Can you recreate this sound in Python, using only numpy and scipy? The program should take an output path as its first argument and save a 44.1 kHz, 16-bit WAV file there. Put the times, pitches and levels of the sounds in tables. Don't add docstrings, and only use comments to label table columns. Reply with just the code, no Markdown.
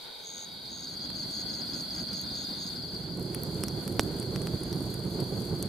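import sys
import numpy as np
from scipy import signal
from scipy.fft import rfft, irfft, next_fast_len
from scipy.io import wavfile
from scipy.ndimage import uniform_filter1d, map_coordinates

SR = 44100
rng = np.random.default_rng(int(sys.argv[2]) if len(sys.argv) > 2 else 0)


def persist_wave(psi):
    counts = np.round(np.clip(psi, -1, 1) * 32767).astype(np.int16)
    wavfile.write(sys.argv[1], SR, np.atleast_2d(counts).T)


N = 250488
T = np.arange(N) / SR
TOP_HZ = 15500

# start_s, end_s
APPROACH_S, CLOSE_IN_S = (0.185, 1.324), (2.598, 3.477)

# dark_db, few_steps_db, beside_db
CHORUS_DB = (-49.5, -40.5, -45)
CROWD_DB = (-53, -42.5, -48.5)
MURMUR_DB = (-56, -50.5, -52.5)
ROAR_DB = (-69, -43, -34)
SIZZLE_DB = (-58, -54, -53.5)
CHIRP_DB = (-55.5, -34.5, -50.5)
DRONE_DB = -49

# start_s, end_s, pitch_hz, level_db, left_over_right_db, pulse_depth (0-1)
HELD_NOTES = [(-.1, .93, 3818, -52.5, 4, 0.5), (-.1, .93, 3673, -56, -1, 0.67),
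              (2.208, 2.777, 3744, -52.5, -3.5, 0.26), (2.21, 2.781, 3570, -57, -12.5, 0.57)]
# (per Hz, relative)
CHORUS_SPECTRUM = [(2700, -48.5), (3100, -19.5), (3370, -3), (3520, -10), (3750, -8), (3950, -8),
                   (4200, 1.5), (4450, 5.5), (4750, 3.5), (4950, -7), (5200, -27.5), (5700, -42.5)]
# (per Hz, relative)
MURMUR_SPECTRUM = [(100, -1.5), (300, 1.5), (620, 3), (950, -1), (1200, -8), (1490, 5), (1720, -7),
                   (2100, -4.5), (2700, -11), (3200, -6), (5500, -17.5), (9000, -27.5)]
# (per Hz, relative)
DRONE_SPECTRUM = [(250, -27.5), (450, 5.5), (640, -10), (860, 3), (1150, -13.5), (1900, -34.5), (2230, -2),
                  (2800, -24), (3200, 0), (4500, -1), (6000, -27)]
# freq_hz, correlation (0-1)
NIGHT_ALIKE = [(200, 0.047), (700, 0.324), (4500, 0.362)]

# (per Hz, relative)
NEAR_ROAR_SPECTRUM = [(20, -36.5), (40, -14.5), (70, -5.5), (130, 1.21), (175, 1), (260, -7), (370, -3),
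                      (500, -13), (750, -20.5), (1100, -27), (2000, -42), (5000, -69.5)]
# (per Hz, relative)
FAR_ROAR_SPECTRUM = [(20, -31), (60, -7.5), (120, -5), (180, 1.5), (250, -1), (350, -7), (450, -15.5),
                     (650, -16), (1100, -23.5), (3000, -43.5)]
# (per Hz, relative)
SIZZLE_SPECTRUM = [(1500, -15), (2700, -9.5), (5400, -5.5), (6200, -1), (7300, -3.5), (9000, 0),
                   (11500, -2), (13500, -3), (15500, -11.5)]
# freq_hz, correlation (0-1)
FIRE_ALIKE = [(150, 1), (350, 0.927), (700, 0.846), (2000, 0.12), (12000, 0.0134)]
# time_s, swell_db
PUFFS = [(1.331, -10.5), (2.47, -9.5), (3.52, -1), (4.15, 0.5), (4.26, -3), (4.545, 3.5), (4.59, -3.5),
         (5.229, 7), (5.53, 3)]
PUFF_HALF_WIDTH_S = 0.01495
TICK_DB, TICK_SPREAD_DB = 6.5, 6.5

# start_s (after the lead-in), length_s, level_db (relative)
TRILL_PHRASES = [(0.264, 0.1923, -41.5), (0.728, 0.134, -44.5), (0.878, 0.0764, -49.5),
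                 (1.041, 0.0244, -50), (1.171, 0.0704, -47), (1.333, 0.094, -45.5), (1.522, 0.092, -46.5),
                 (1.736, .084, -46), (1.951, 0.082, -46), (2.149, 0.0896, -43.5), (2.362, 0.0857, -44),
                 (2.602, 0.092, -45.5), (4.639, 0.087, -60.5), (4.854, 0.087, -61), (5.079, .1, -61.5),
                 (5.322, 0.104, -59)]
# (per Hz, relative)
RASP_SPECTRUM = [(5000, -40.5), (5900, 10), (6500, -4), (7300, 7), (8000, -9), (9500, -24.5), (13000, -17),
                 (15000, -27.5)]
RASP_DB = -16.5
TRILL_SWELL_S = 0.075

# start_s, end_s, chirp_period_s, strokes_per_chirp, level_db (relative)
CHIRP_BOUTS = [(.449, .54, .066, 1, 0), (.611, 1.4, .177, 3, 0), (1.493, 1.55, .177, 2, 1),
               (1.611, 1.83, .061, 1, 1), (1.906, 2.7, .179, 3, 0), (2.757, 2.98, .062, 1, 1),
               (3.034, 5.6, .177, 3, 0)]
STROKE_GAP_S, STROKE_SPREAD_DB = 0.04, 0.6
STROKE_S, OPENING_STROKE_S = 0.082, 0.05
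STROKE_BEND = 0.28

# time_s, level_db (relative), ring_hz, ring_sharpness, knock_db (relative)
CRACKLES = [(1.102, -35.5, 9000, 2, 5), (1.3105, -32.5, 9140, 4.1, -18.5), (2.1314, -32.5, 9000, 2.6, -0.5),
            (2.2136, -25.5, 11750, 2.9, -31), (3.172, -35, 8400, 2.5, -19.5),
            (3.1963, -32.5, 11500, 3.1, -17.5), (3.226, -30, 12500, 2.06, -20),
            (3.338, -41.5, 8150, 2.7, -20), (3.3464, -19.5, 10280, 2.7, -7.5),
            (3.434, -21.5, 10830, 4.3, -26), (3.512, -39, 9800, 6, -26), (3.6363, -18, 9100, 4.5, -2),
            (3.6825, -24, 8400, 1.12, -6), (3.8776, -23.5, 9800, 2.1, -4.5), (3.925, -34, 9800, 3, -20.5),
            (3.968, -37.5, 11100, 4, -20), (4.006, -31, 9800, 2, -26), (4.0081, -28, 8900, 3.9, -26),
            (4.033, -27.5, 11000, 3.6, -21), (4.1985, -28, 8820, 9, -25.5), (4.2265, -33, 10000, 3.5, 1),
            (4.3599, -28, 6960, 1.62, 7), (4.4175, -29.5, 8920, 4.8, -2.5), (4.471, -27, 8500, 2.4, 4.5),
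            (4.6343, -31, 9560, 6.8, -6.5), (4.728, -26.5, 6900, 2.06, -12),
            (4.9412, -28, 10450, 6.7, -5.5), (5.05, -39.5, 10100, 4, -20.5), (5.108, -39, 10300, 4, -20),
            (5.202, -27, 8300, 1.8, -15), (5.2075, -32.5, 11000, 4.6, -20.5),
            (5.241, -38.5, 9200, 4.1, -20), (5.404, -37, 10500, 4, -20.5), (5.4199, -34, 9300, 3, -8),
            (5.6257, -20, 9000, 4.1, -27)]
# freq_hz, gain_db
SNAP_COLOUR = [(2500, -2), (4500, 2.5), (5500, 4), (6600, -4.5), (8200, -1), (11000, -0.5), (13300, -4.5),
               (15500, -10)]
# mode_hz, level_db (relative), t60_s
STICK_MODES = [(353, -12, 0.0154), (726, -39, 0.0051), (4310, -34, 0.015), (5450, -3, 0.00137),
               (9100, -12.5, 0.00307), (13230, -22.5, 0.00265)]


def amp(db):
    return 10 ** (np.asarray(db) / 20)


def unit(x):
    return x / np.sqrt(np.mean(x ** 2) + 1e-20)


def along(points, hz):
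    freq_hz, value = np.transpose(points)
    return np.interp(np.log(hz + 1), np.log(freq_hz), value)


def wobble(rate_hz):
    knots = rng.standard_normal(int(N * rate_hz / SR) + 4)
    return map_coordinates(knots, [T * rate_hz])


def filtered(x, response):
    size = next_fast_len(N + 8192)
    freq_hz = np.fft.rfftfreq(size, 1 / SR)
    return irfft(rfft(x, size) * response(freq_hz), size)[..., :N]


def pan(left_over_right_db):
    return amp(np.array([[left_over_right_db], [-left_over_right_db]]) / 2)


def add(track, time_s, sound):
    i = int(np.clip(round(time_s * SR), 0, N - 1))
    track[..., i:i + sound.shape[-1]] += sound[..., :N - i]


def spots():
    near, close = (np.clip((T - start_s) / (end_s - start_s), 0, 1)
                   for start_s, end_s in (APPROACH_S, CLOSE_IN_S))
    return np.array([1 - near, near * (1 - close), close])


def level(spot_db):
    return np.linalg.norm(amp(spot_db)[:, None] * spots(), axis=0)


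def rush(spectrum, alike, grain_db=0):
    pair = rng.standard_normal((2, N)) * amp(grain_db * wobble(900))

    def mid_side_response(hz):
        angle = np.arccos(np.clip(along(alike, hz), -1, 1)) / 2
        return amp(along(spectrum, hz)) * [np.cos(angle), np.sin(angle)]

    mid, side = filtered(pair, mid_side_response)
    return unit(np.array([mid + side, mid - side]))


def scatter(x, t60_s):
    t = np.arange(SR // 2) / SR
    tail = rng.standard_normal((2, len(t))) * amp(-60 * t / t60_s)
    tail = tail / np.linalg.norm(tail, axis=1, keepdims=True)
    return signal.fftconvolve(np.atleast_2d(x), tail, axes=1)[:, :N]


def tree_crickets(edge_s=0.047, stroke_rate_hz=110, waver_hz=22):
    out = np.zeros((2, N))
    for start_s, end_s, pitch_hz, level_db, side_db, depth in HELD_NOTES:
        gate = np.clip(np.minimum(T - start_s, end_s - T) / edge_s, 0, 1)
        pulse = 1 + depth * np.sin(2 * np.pi * stroke_rate_hz * T + wobble(40))
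        hz = pitch_hz + waver_hz * wobble(200)
        tone = pulse * np.sin(2 * np.pi * np.cumsum(hz) / SR)
        blurred = unit(tone + 0.5 * scatter(tone, t60_s=0.174))
        out += amp(level_db) * gate * blurred * pan(side_db)
    return out


def far_chorus():
    chorus = amp(0.87 * wobble(11)) * rush(CHORUS_SPECTRUM, NIGHT_ALIKE)
    return level(CHORUS_DB) * chorus * pan(0.12)


def wing_stroke(top_hz, fall, length_s, fade_db):
    u = np.arange(int(length_s * SR)) / (length_s * SR)
    hz = top_hz * (1 - fall * (u + STROKE_BEND * u * (1 - u)))
    gate = np.minimum(np.minimum(u, 1 - u) / 0.11, 1)
    tone = np.sin(2 * np.pi * np.cumsum(hz) / SR + 2 * np.pi * rng.random())
    return tone * gate * amp(-fade_db * np.minimum(2 * u, 1))


def cricket_crowd(count=360):
    crowd = np.zeros((2, N))
    for k, (shift, loud, tune, stretch, side) in enumerate(rng.standard_normal((count, 5))):
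        stroke = wing_stroke(4830 * (1 + 0.01606 * tune), fall=0.135,
                             length_s=0.052 * np.exp(0.3 * stretch), fade_db=2)
        add(crowd, (k + 0.37 * shift) * T[-1] / count, amp(0.81 * loud) * stroke * pan(8 * side))
    return level(CROWD_DB) * unit(crowd + amp(2) * scatter(crowd, t60_s=0.05))


def night_air():
    murmur = amp(1.46 * wobble(20)) * rush(MURMUR_SPECTRUM, NIGHT_ALIKE)
    return level(MURMUR_DB) * murmur * pan(-1.44)


def hollow_drone():
    return amp(DRONE_DB) * spots()[0] * rush(DRONE_SPECTRUM, NIGHT_ALIKE)


def flames():
    dark, steps, beside = amp(ROAR_DB)[:, None] * spots()
    near_roar = beside * rush(NEAR_ROAR_SPECTRUM, FIRE_ALIKE)
    far_roar = np.hypot(dark, steps) * rush(FAR_ROAR_SPECTRUM, FIRE_ALIKE)
    flare_db = sum(swell_db * np.exp(-((T - time_s) / PUFF_HALF_WIDTH_S) ** 2) for time_s, swell_db in PUFFS)
    flutter_db = 0.82 * wobble(16) + 1.605 * wobble(70)
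    roar = amp(flare_db + flutter_db) * (near_roar + far_roar)
    sizzle_flutter = amp(0.88 * wobble(15) + 0.82 * wobble(60))
    sizzle = level(SIZZLE_DB) * sizzle_flutter * rush(SIZZLE_SPECTRUM, FIRE_ALIKE, grain_db=1.0)
    return roar * pan(-4.0) + sizzle * pan(-1.04)


def burst(centre_hz, sharpness, t60_s, rise_s=0.000333, size=1024):
    t = np.arange(size) / SR
    hz = np.fft.rfftfreq(size, 1 / SR) + 1
    puff = rng.standard_normal(size) * amp(-60 * t / t60_s) * (1 - np.exp(-t / rise_s))
    sound = irfft(rfft(puff) / (1 + 1j * sharpness * (hz / centre_hz - centre_hz / hz)))
    return sound / abs(sound).max()


def ticks(count=190):
    out = np.zeros(N)
    for when, strength, colour in rng.random((count, 3)):
        tick_db = TICK_DB + TICK_SPREAD_DB * strength ** 3
        tick = burst(centre_hz=8000 + 3500 * colour, sharpness=6.3, t60_s=0.0072)
        add(out, when * T[-1], amp(tick_db) * tick)
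    distance_gain = amp(-5 * (1 - spots()[2]))
    return level(SIZZLE_DB) * distance_gain * (out + amp(0.5) * scatter(out, t60_s=0.038)) * pan(-2)


def trill_phrase(length_s, stroke_rate_hz, pitch_hz=6550, flat_hz=300, fade_s=0.0074, rasp_hz=70,
                 soft_db=-26, jitter_strokes=0.125):
    t = np.arange(SR // 2) / SR
    effort = np.clip(t / TRILL_SWELL_S, 0, 1)
    release = np.clip((length_s + TRILL_SWELL_S - t) / fade_s, 0, 1)
    jitter = jitter_strokes * wobble(58.5)[:len(t)]
    stroke, cycle = np.divmod(t * stroke_rate_hz + 1 + rng.random() + jitter, 1)
    rasp = unit(uniform_filter1d(rng.standard_normal(len(t)), size=24))
    sweep_hz = 480 * (0.5 - cycle)
    hz = pitch_hz + sweep_hz - flat_hz * (1 - effort) + rasp_hz * rasp
    phase = np.cumsum(hz) / SR + rng.random(len(t))[stroke.astype(int)]
    force = amp(soft_db * (1 - effort)) * release * unit(np.sin(np.pi * cycle) ** 3)
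    return np.array([force * np.sin(2 * np.pi * phase), force])


def trilling():
    tone_and_force = np.zeros((2, N))
    for start_s, length_s, level_db in TRILL_PHRASES:
        stroke_rate_hz = 90 * np.exp(0.0239 * rng.standard_normal())
        add(tone_and_force, start_s - TRILL_SWELL_S, amp(level_db) * trill_phrase(length_s, stroke_rate_hz))
    tone, force = tone_and_force * amp(1.6 * wobble(110))
    echo = amp(-6) * scatter(tone, t60_s=0.035) + amp(-13) * scatter(tone, t60_s=0.25)
    scrape = uniform_filter1d(force, size=300) * rush(RASP_SPECTRUM, NIGHT_ALIKE)
    return (amp(-1.5) * (tone + echo) + amp(RASP_DB) * scrape) * pan(2.75)


def near_cricket():
    near = np.zeros(N)
    for start_s, end_s, period_s, strokes, level_db in CHIRP_BOUTS:
        for chirp_s in np.arange(start_s, end_s, period_s):
            for k in range(round(strokes)):
                tune, stretch, loud = rng.standard_normal(3)
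                length_s = OPENING_STROKE_S if strokes > 1 and k == 0 else STROKE_S
                stroke = wing_stroke(5040 * (1 + 0.005 * tune), fall=0.225,
                                     length_s=length_s * np.exp(0.07 * stretch), fade_db=10.5)
                add(near, chirp_s + STROKE_GAP_S * k, amp(level_db + STROKE_SPREAD_DB * loud) * stroke)
    near = near * amp(2.2 * wobble(170))
    return level(CHIRP_DB) * (near + amp(-7) * scatter(near, t60_s=0.035)) * pan(3)


def blast(time_s, rise_s=0.00005):
    t = np.arange(SR // 10) / SR
    return (t / time_s - 1) * np.exp(-t / time_s) * (1 - np.exp(-t / rise_s))


def crackles(snap_t60_s=0.00259, knock_s=0.000205, knock_gain_db=9, delay_s=0.0008, lead_s=0.0018, lead_db=-17):
    out = np.zeros(N)
    for time_s, level_db, ring_hz, sharpness, knock_db in CRACKLES:
        snap = burst(ring_hz, sharpness, t60_s=snap_t60_s)
        warning = burst(ring_hz, sharpness, t60_s=snap_t60_s)
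        add(out, time_s + delay_s, amp(level_db + 2.0) * snap)
        add(out, time_s + delay_s, amp(level_db + knock_db + knock_gain_db) * blast(knock_s))
        add(out, time_s - lead_s, amp(level_db + lead_db) * warning)
    out = filtered(out, lambda hz: amp(along(SNAP_COLOUR, hz)))
    return (out + amp(-7.0) * scatter(out, t60_s=0.028)) * pan(-2.1)


def pop(time_s=3.9952, blast_db=-0.5, blast_s=0.00035, splinter_db=-28, splinter_t60_s=0.061,
        spit_db=-24, spit_t60_s=0.01):
    out = np.zeros(N)
    t = np.arange(SR // 10) / SR
    ring = sum(amp(level_db - 60 * t / t60_s) * np.sin(2 * np.pi * mode_hz * t)
               for mode_hz, level_db, t60_s in STICK_MODES)
    add(out, time_s, amp(blast_db) * blast(blast_s) + ring * (1 - np.exp(-t / 0.00005)))
    add(out, time_s, amp(splinter_db) * burst(centre_hz=4300, sharpness=2.8, t60_s=splinter_t60_s))
    add(out, time_s, amp(spit_db) * burst(centre_hz=11500, sharpness=0.87, t60_s=spit_t60_s))
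    echo = amp(-16) * scatter(out, t60_s=0.03)
    return (out + echo) * pan(-4.5)


def scene():
    insects = tree_crickets() + far_chorus() + cricket_crowd() + trilling() + near_cricket()
    night = night_air() + hollow_drone()
    fire = flames() + ticks() + crackles() + pop()
    return insects + night + fire


def record(dry):
    return filtered(dry, lambda hz: 1 / np.hypot(1, (hz / TOP_HZ) ** 80))


dry = scene()
out = record(dry)
persist_wave(out)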